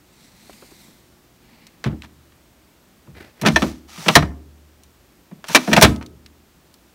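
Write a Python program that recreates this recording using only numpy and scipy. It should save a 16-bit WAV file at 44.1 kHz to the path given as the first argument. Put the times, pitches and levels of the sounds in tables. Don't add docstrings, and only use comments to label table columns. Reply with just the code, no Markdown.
import sys
import numpy as np
from scipy import signal
from scipy.fft import rfft, irfft, next_fast_len
from scipy.io import wavfile

SR = 44100
rng = np.random.default_rng(int(sys.argv[2]) if len(sys.argv) > 2 else 0)


def generate_wav(signal):
    frames = np.transpose(np.atleast_2d(signal))
    scaled = np.clip(frames, -1, 1) * 32767
    pcm = np.round(scaled).astype(np.int16)
    wavfile.write(sys.argv[1], SR, pcm)


N = 306054
TIME = np.arange(N) / SR
AFTER = TIME[:SR]
BAND_EDGES = np.geomspace(25, 17000, 20)


def from_db(db):
    return 10 ** (np.asarray(db) / 20)


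def fall(seconds, t60):
    return np.exp(-np.log(1000) * seconds / t60)


def rms_one(x, seconds=None):
    head = x if seconds is None else x[:int(seconds * SR)]
    return x / np.sqrt(np.mean(head ** 2) + 1e-20)


def at_hz(points, hz):
    point_hz, values = np.transpose(points)
    return np.interp(np.log(hz), np.log(point_hz), values)


def add(track, s, sound):
    start = int(s * SR)
    track[start:start + len(sound)] += sound[:len(track) - start]


def edge(x, hz, kind):
    return signal.sosfilt(signal.butter(2, min(hz, .45 * SR), kind, fs=SR, output="sos"), x)


def drift(rate):
    knots = rng.standard_normal(int(rate * N / SR) + 2)
    return rms_one(np.interp(TIME * rate, np.arange(len(knots)), knots))


def noise_bands(size):
    white = rng.standard_normal((2, size + SR))
    bands = []
    for k, pair in enumerate(zip(BAND_EDGES, BAND_EDGES[1:])):
        band_pass = signal.butter(2, pair, "band", fs=SR, output="sos")
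        bands.append(signal.sosfilt(band_pass, white[k % 2])[SR:])
    return np.sqrt(BAND_EDGES[1:] * BAND_EDGES[:-1]), np.array(bands)


def coloured(x, spectrum):
    size = next_fast_len(N)
    hz = np.maximum(np.fft.rfftfreq(size, 1 / SR), 1)
    shaped = rfft(x, size) * from_db(at_hz(spectrum, hz))
    return rms_one(irfft(shaped, size)[:N])


def struck(modes, spread_db, size):
    hz, db, t60 = np.transpose(modes)[:, :, None]
    alternating_sign = (-1) ** np.arange(len(hz))[:, None]
    strength = from_db(db + spread_db * rng.standard_normal(hz.shape)) * alternating_sign
    t = AFTER[:size]
    return np.sum(strength * fall(t, t60) * np.sin(2 * np.pi * hz * t), axis=0)


def stroke(start, end, first_db, last_db, attack_s, release_s):
    attack = np.clip(1 + (TIME - start) / attack_s, 0, 1)
    release = fall(np.maximum(TIME - end, 0), release_s)
    return attack * from_db(np.interp(TIME, [start, end], [first_db, last_db])) * release


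def friction(colour, grain_db, grain_rate):
    return coloured(rng.standard_normal(N) * from_db(grain_db * drift(grain_rate)), colour)


def room_tone():
    # (frequency [Hz], relative level per Hz [dB])
    air_colour = [(20, -20.5), (53, 1), (119, -8.5), (183, -4.5), (330, -5.5), (445, -12), (600, -12.5),
                  (800, -14.5), (2000, -19), (5000, -23), (8500, -25.5), (10500, -29), (12500, -25.5),
                  (15500, -26.5)]
    # (frequency [Hz], waver rate [new values/s], rms level [dB])
    hum_tones = [(120, 3, -70), (163, 12, -71), (362, 3.4, -70.5)]
    hum = np.zeros(N)
    for hz, width, db in hum_tones:
        cosine_part = drift(width) * np.cos(2 * np.pi * hz * TIME)
        sine_part = drift(width) * np.sin(2 * np.pi * hz * TIME)
        hum += from_db(db) * (sine_part + cosine_part)
    air = edge(coloured(rng.standard_normal(N), air_colour), 37, "high")
    return from_db(-54.5) * air + hum


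def swish(x, lag=0.000492, wander=.00002, reflection=0.22):
    return x + reflection * np.interp(TIME - lag - wander * drift(4.8), TIME, x)


def clothes():
    # (frequency [Hz], relative level per Hz [dB])
    cloth_colour = [(100, -2), (230, 12), (450, -11.5), (900, 2), (1400, -9), (2050, -1), (3000, -4),
                    (4250, 0.5), (6300, -4.5), (8200, -3.5), (10500, -8), (13000, -7), (16000, -10)]
    # (start [s], end [s], first level [dB], last level [dB], top edge [Hz])
    brushes = [(0.2, 0.248, -54.5, -52.5, 10000), (0.48, .85, -53, -51.5, 16000),
               (1.53, 1.624, -51.5, -51, 3200)]
    attack_s, release_s = 0.19, 0.99
    cloth = friction(cloth_colour, grain_db=1.2, grain_rate=77)
    rustle = np.zeros(N)
    for *row, top_hz in brushes:
        rustle += stroke(*row, attack_s, release_s) * edge(cloth, top_hz, "low")
    return swish(rustle, wander=.00005, reflection=0.32)


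def clack(crowd, low_hz, high_hz, t60, ring_db, ring_hz, hold=0.0049, treble_damping=0.24, spread_db=1.0,
          favour_db=12.5, favour_width=.13, chatter_db=3.5, chatter_rate=600, grit_db=-20, crack_gain=.9):
    # (frequency [Hz], relative level per Hz [dB])
    plastic_colour = [(100, 7.5), (400, 7), (700, 0.5), (1000, 5.5), (1500, 2), (2800, -0.5), (4200, -2),
                      (6000, -6.5), (8000, -5.5), (12000, -7.5), (16000, -5.5)]
    # (frequency [Hz], typical relative level [dB], t60 [s])
    wall_modes = [(627, -0.5, 0.13), (697, -3, 0.096), (930, -2, .085), (1016, -10.5, 0.089),
                  (1312, -3.5, 0.048), (1580, -2.5, 0.037), (1783, -2, 0.066), (1910, -9.5, 0.067),
                  (2341, -2, 0.068), (2560, -5, 0.072), (2800, -9.5, .065), (3420, -5, .06),
                  (4060, -7, 0.094), (5620, 3, 0.037), (6130, -2.5, .05), (6320, -4, .05)]
    hz, bands = crowd
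    size = SR // 4
    t = AFTER[:size]
    start = rng.integers(bands.shape[1] - size)
    life = t60 * (2000 / hz[:, None]) ** treble_damping
    fade = fall(np.maximum(t - hold, 0), life)
    jumps = np.interp(t * chatter_rate, np.arange(size), rng.standard_normal(size))
    chatter = from_db(chatter_db * jumps)
    crack = 1 + crack_gain * np.exp(-t / 0.00094)
    modes = from_db(at_hz(plastic_colour, hz)) @ (bands[:, start:start + size] * fade)
    dense = crack * chatter * modes
    favoured = []
    for mode_hz, db, decay_s in wall_modes:
        nearness = np.exp(-(np.log2(mode_hz / ring_hz) / favour_width) ** 2)
        favoured.append((mode_hz, db + favour_db * nearness, decay_s))
    walls = struck(favoured, spread_db, size=size) * (1 - np.exp(-t / 0.00019))
    both = edge(rms_one(dense, .015) + from_db(ring_db) * rms_one(walls, .015), low_hz, "high")
    grit = from_db(grit_db) * high_hz / 6000 * both
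    return rms_one(edge(both, high_hz, "low") - grit, .015)


def touches(crowd):
    # (time [s], rms level of first 15 ms [dB], pitch [Hz])
    light_touches = [(0.495, -42, 510), (.53, -51, 3500), (0.623, -44, 620), (.716, -49, 380),
                     (0.882, -50, 284), (1.668, -48, 4900), (2.021, -41, 2700), (2.321, -57.5, 2000),
                     (4.835, -52, 6200), (5.961, -42.5, 3700), (6.027, -43.5, 2940), (6.062, -45, 5040),
                     (6.262, -45.5, 3920), (6.741, -52, 5540)]
    spread, t60_s = 1.25, 0.041
    out = np.zeros(N)
    for s, db, hz in light_touches:
        tick = clack(crowd, hz / spread, hz * spread, t60_s, ring_db=-40, ring_hz=hz,
                     hold=0.0008, grit_db=-20)
        add(out, s, from_db(db) * tick)
    return out


def thump(pitch_hz, swell=0.0061, flex_t60=0.068, shudder_db=-4, shudder_t60=.14, panels_db=-3,
          spread_db=4.0, below=1.5, above=1.4):
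    # (frequency [Hz], typical relative level [dB], t60 [s])
    cabinet_modes = [(121.7, -7, 0.12), (149.8, 0.5, 0.26), (182, -5, 0.34), (221.3, 3, 0.22),
                     (250.6, -6, 0.35), (297, -6.5, 0.3), (324.5, -2, 0.29), (350, -9, 0.14),
                     (410.3, -7, 0.17), (453, -1.5, 0.058)]
    rise = 1 - np.exp(-AFTER / swell)
    flex = np.sin(2 * np.pi * pitch_hz * AFTER) * fall(AFTER, flex_t60)
    shudder = rng.standard_normal(SR) * fall(AFTER, shudder_t60)
    panels = struck(cabinet_modes, spread_db, size=SR)
    parts = []
    for x in (flex, shudder, panels):
        without_bass = edge(x * rise, pitch_hz / below, "high")
        parts.append(rms_one(edge(without_bass, pitch_hz * above, "low"), .03))
    mixed = from_db([0, shudder_db, panels_db]) @ np.array(parts)
    return rms_one(edge(mixed, pitch_hz / below, "high"), .03)


def blows(crowd):
    # (time [s], clack level [dB], clack pitch [Hz], chatter length [s],
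    #  wall ring [dB re dense plastic modes], thump level [dB], thump pitch [Hz])
    drawer_blows = [ (1.841, -27.5, 1660, .001, -14, -63, 300), (1.855, -33, 1150, 0.019, -14, -18, 135),
                    (1.904, -45, 700, 0.019, -10, -39, 165), (2.034, -43, 1690, 0.013, -13, -49, 200),
                    (3.071, -55, 500, .01, -24, -42, 141), (3.414, -31, 4400, 0.0079, -4, -25.5, 168),
                    (3.433, -26.5, 490, .012, -2.5, -23, 148), (3.451, -19, 800, .007, -8, -17, 176),
                    (3.461, -11.5, 1700, .012, -5, -20.5, 191), (3.475, -16.5, 1560, .012, -8, -13.5, 172),
                    (3.560, -8.5, 1760, .008, 6, -23.5, 334),
                    (3.621, -19, 1309, 0.0063, -4.5, -15.5, 217.6),
                    (3.977, -42.5, 1100, .003, -9, -37, 170), (4.061, -26, 800, .005, -1.5, -23.5, 180),
                    (4.083, -9, 1320, .004, -7.5, -21, 163), (4.154, 1.5, 1910, .008, -5, -13.5, 139.7),
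                    (4.161, -4.5, 690, 0.0043, -7.5, -13, 170),
                    (4.224, -22.5, 604, 0.0041, -15, -24.5, 150), (5.313, -48, 600, .003, -7.5, -36, 185),
                    (5.442, -36, 1700, .003, -12.5, -58.5, 250), (5.485, -32.5, 4400, .004, -7, -38, 175),
                    (5.497, -30, 926, .016, -1.5, -36, 170), (5.548, -2, 2334, .011, -4, -17, 280),
                    (5.676, -22, 700, .005, -1.5, -17.5, 201), (5.715, -24, 1120, .007, -3.5, -17.5, 224),
                    (5.73, -9, 1930, .005, -3, -19, 161), (5.764, -11.5, 1850, 0.0077, -16, -17.5, 212),
                    (5.772, -7, 706, 0.01, -4, -14, 157), (5.813, -14.5, 4870, 0.0036, -4.5, -30, 150),
                    (5.819, -5.5, 662, 0.0032, 5.5, -11.5, 420), (5.824, 3, 3200, 0.0064, -6.5, -7, 141.3),
                    (5.841, -6.5, 1560, 0.013, -6.5, -10.5, 128.2),
                    (6.012, -37, 900, .016, -5.5, -58, 121.8)]
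    mid_pitch_hz, low_edge_hz, low_edge_follows, high_edge_ratio = 1500, 560, 0.69, 2.74
    usual_chatter_s, clack_t60_s, t60_follows = 0.0054, 0.06, .22
    thump_lag_s = .002
    rebound_s, usual_rebound_db, rebound_db_per_octave, usual_thump_hz = .066, -15.5, -10, 160
    out = np.zeros(N)
    for s, clack_db, hz, chatter_s, ring_db, thump_db, thump_hz in drawer_blows:
        low_hz = low_edge_hz * (hz / mid_pitch_hz) ** low_edge_follows
        t60 = clack_t60_s * (chatter_s / usual_chatter_s) ** t60_follows
        octaves_up = np.log2(thump_hz / usual_thump_hz)
        rebound_db = thump_db + usual_rebound_db + rebound_db_per_octave * octaves_up
        plastic = clack(crowd, low_hz, high_edge_ratio * hz, t60, ring_db, hz, hold=chatter_s)
        add(out, s, from_db(clack_db) * plastic)
        add(out, s + thump_lag_s, from_db(thump_db) * thump(thump_hz))
        add(out, s + rebound_s, from_db(rebound_db) * thump(thump_hz))
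    return out


def boom(swell=0.018, spread_db=-2.5):
    # (frequency [Hz], typical relative level [dB], t60 [s])
    boom_modes = [(46, -17, 0.4), (53.5, -13.5, 0.48), (71, 4, 0.24), (74.3, -20.5, 1.7), (89.4, -2, 0.29)]
    swing_up = 1 - np.exp(-AFTER / swell)
    return rms_one(struck(boom_modes, spread_db, size=SR) * swing_up, .06)


def machine_body():
    # (time [s], rms level of first 60 ms [dB])
    jolts = [(1.857, -33), (3.13, -49), (3.53, -27.5), (3.66, -36.5), (4.156, -25), (4.21, -28),
             (5.72, -33), (5.83, -20)]
    ring_s, ring_hz, ring_peak_db, ring_t60_s = 5.83, 1276, -29, 0.5
    out = np.zeros(N)
    for s, db in jolts:
        add(out, s, from_db(db) * boom())
    add(out, ring_s, struck([(ring_hz, ring_peak_db, ring_t60_s)], 0, size=SR))
    return out


def fingers():
    # (frequency [Hz], relative level per Hz [dB])
    finger_colour = [(40, -26), (80, -1.5), (200, -4.5), (330, -3), (800, -8), (1100, -15), (2000, -8),
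                     (3100, -17.5), (4300, -18), (7000, -31), (15000, -33)]
    # (start [s], end [s], first level [dB], last level [dB])
    grips = [(3.169, 3.199, -41, -44.5), (3.224, 3.295, -48, -52), (3.39, 3.402, -50, -49.5)]
    attack_s, release_s = .03, .2
    gain = sum(stroke(*row, attack_s, release_s) for row in grips)
    return gain * friction(finger_colour, grain_db=3.0, grain_rate=190)


def runners():
    # (frequency [Hz], relative level per Hz [dB])
    slide_colour = [(290, -39), (500, -7.5), (927, 1.5), (1090, -6), (1200, 4), (1450, -4), (2040, -2),
                    (4980, -3.5), (5920, -2.5), (7450, -9), (15500, -17.5)]
    # (start [s], end [s], first level [dB], last level [dB], release t60 [s])
    slides = [(3.46, 3.67, -41, -36.5, 0.31), (3.895, 4.161, -46, -27.5, 0.13),
              (5.477, 5.533, -41, -27.5, 0.19), (5.598, 5.824, -38.5, -29, .08)]
    attack_s = 0.02
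    gain = sum(stroke(*row, attack_s, release_s) for *row, release_s in slides)
    return gain * friction(slide_colour, grain_db=1.5, grain_rate=370)


def room(x, first_echo=0.02):
    # (frequency [Hz], t60 [s])
    echo_t60 = [(60, 0.5), (170, 0.77), (330, 1.0), (500, 0.5), (1300, 0.37), (3000, 0.19), (12000, 0.34)]
    # (frequency [Hz], level [dB re direct sound])
    echo_db = [(60, -13.5), (170, -19.5), (330, -19.5), (500, -25), (1300, -24.5), (3000, -25.5),
               (12000, -28)]
    hz, bands = noise_bands(size=SR)
    fade = fall(AFTER, at_hz(echo_t60, hz)[:, None]) * (AFTER > first_echo)
    fade /= np.sqrt(np.sum(fade ** 2, axis=1, keepdims=True))
    echo = from_db(at_hz(echo_db, hz)) @ (bands * fade)
    return signal.fftconvolve(x, echo)[:N]


def scene():
    crowd = noise_bands(size=2 * SR)
    near = clothes() + touches(crowd) + blows(crowd) + machine_body() + fingers() + runners()
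    return (near + room(near) + room_tone())[None]


def record(dry, threshold_db=-6, squeeze=0.084, release_db_per_s=24, ceiling=0.95):
    over = np.maximum(20 * np.log10(np.abs(dry[0]) + 1e-9) - threshold_db, 0)
    sinking = release_db_per_s * TIME
    held = np.maximum.accumulate(over + sinking) - sinking
    pole = np.exp(-1 / (0.09 * SR))
    smoothed = signal.lfilter([1 - pole], [1, -pole], held)
    turned_down = dry * from_db(-squeeze * smoothed)
    clipped = np.clip(turned_down, -ceiling, ceiling)
    top_cut = signal.ellip(10, .1, 80, 15700, fs=SR, output="sos")
    return signal.sosfilt(top_cut, clipped)


dry = scene()
out = record(dry)
generate_wav(out)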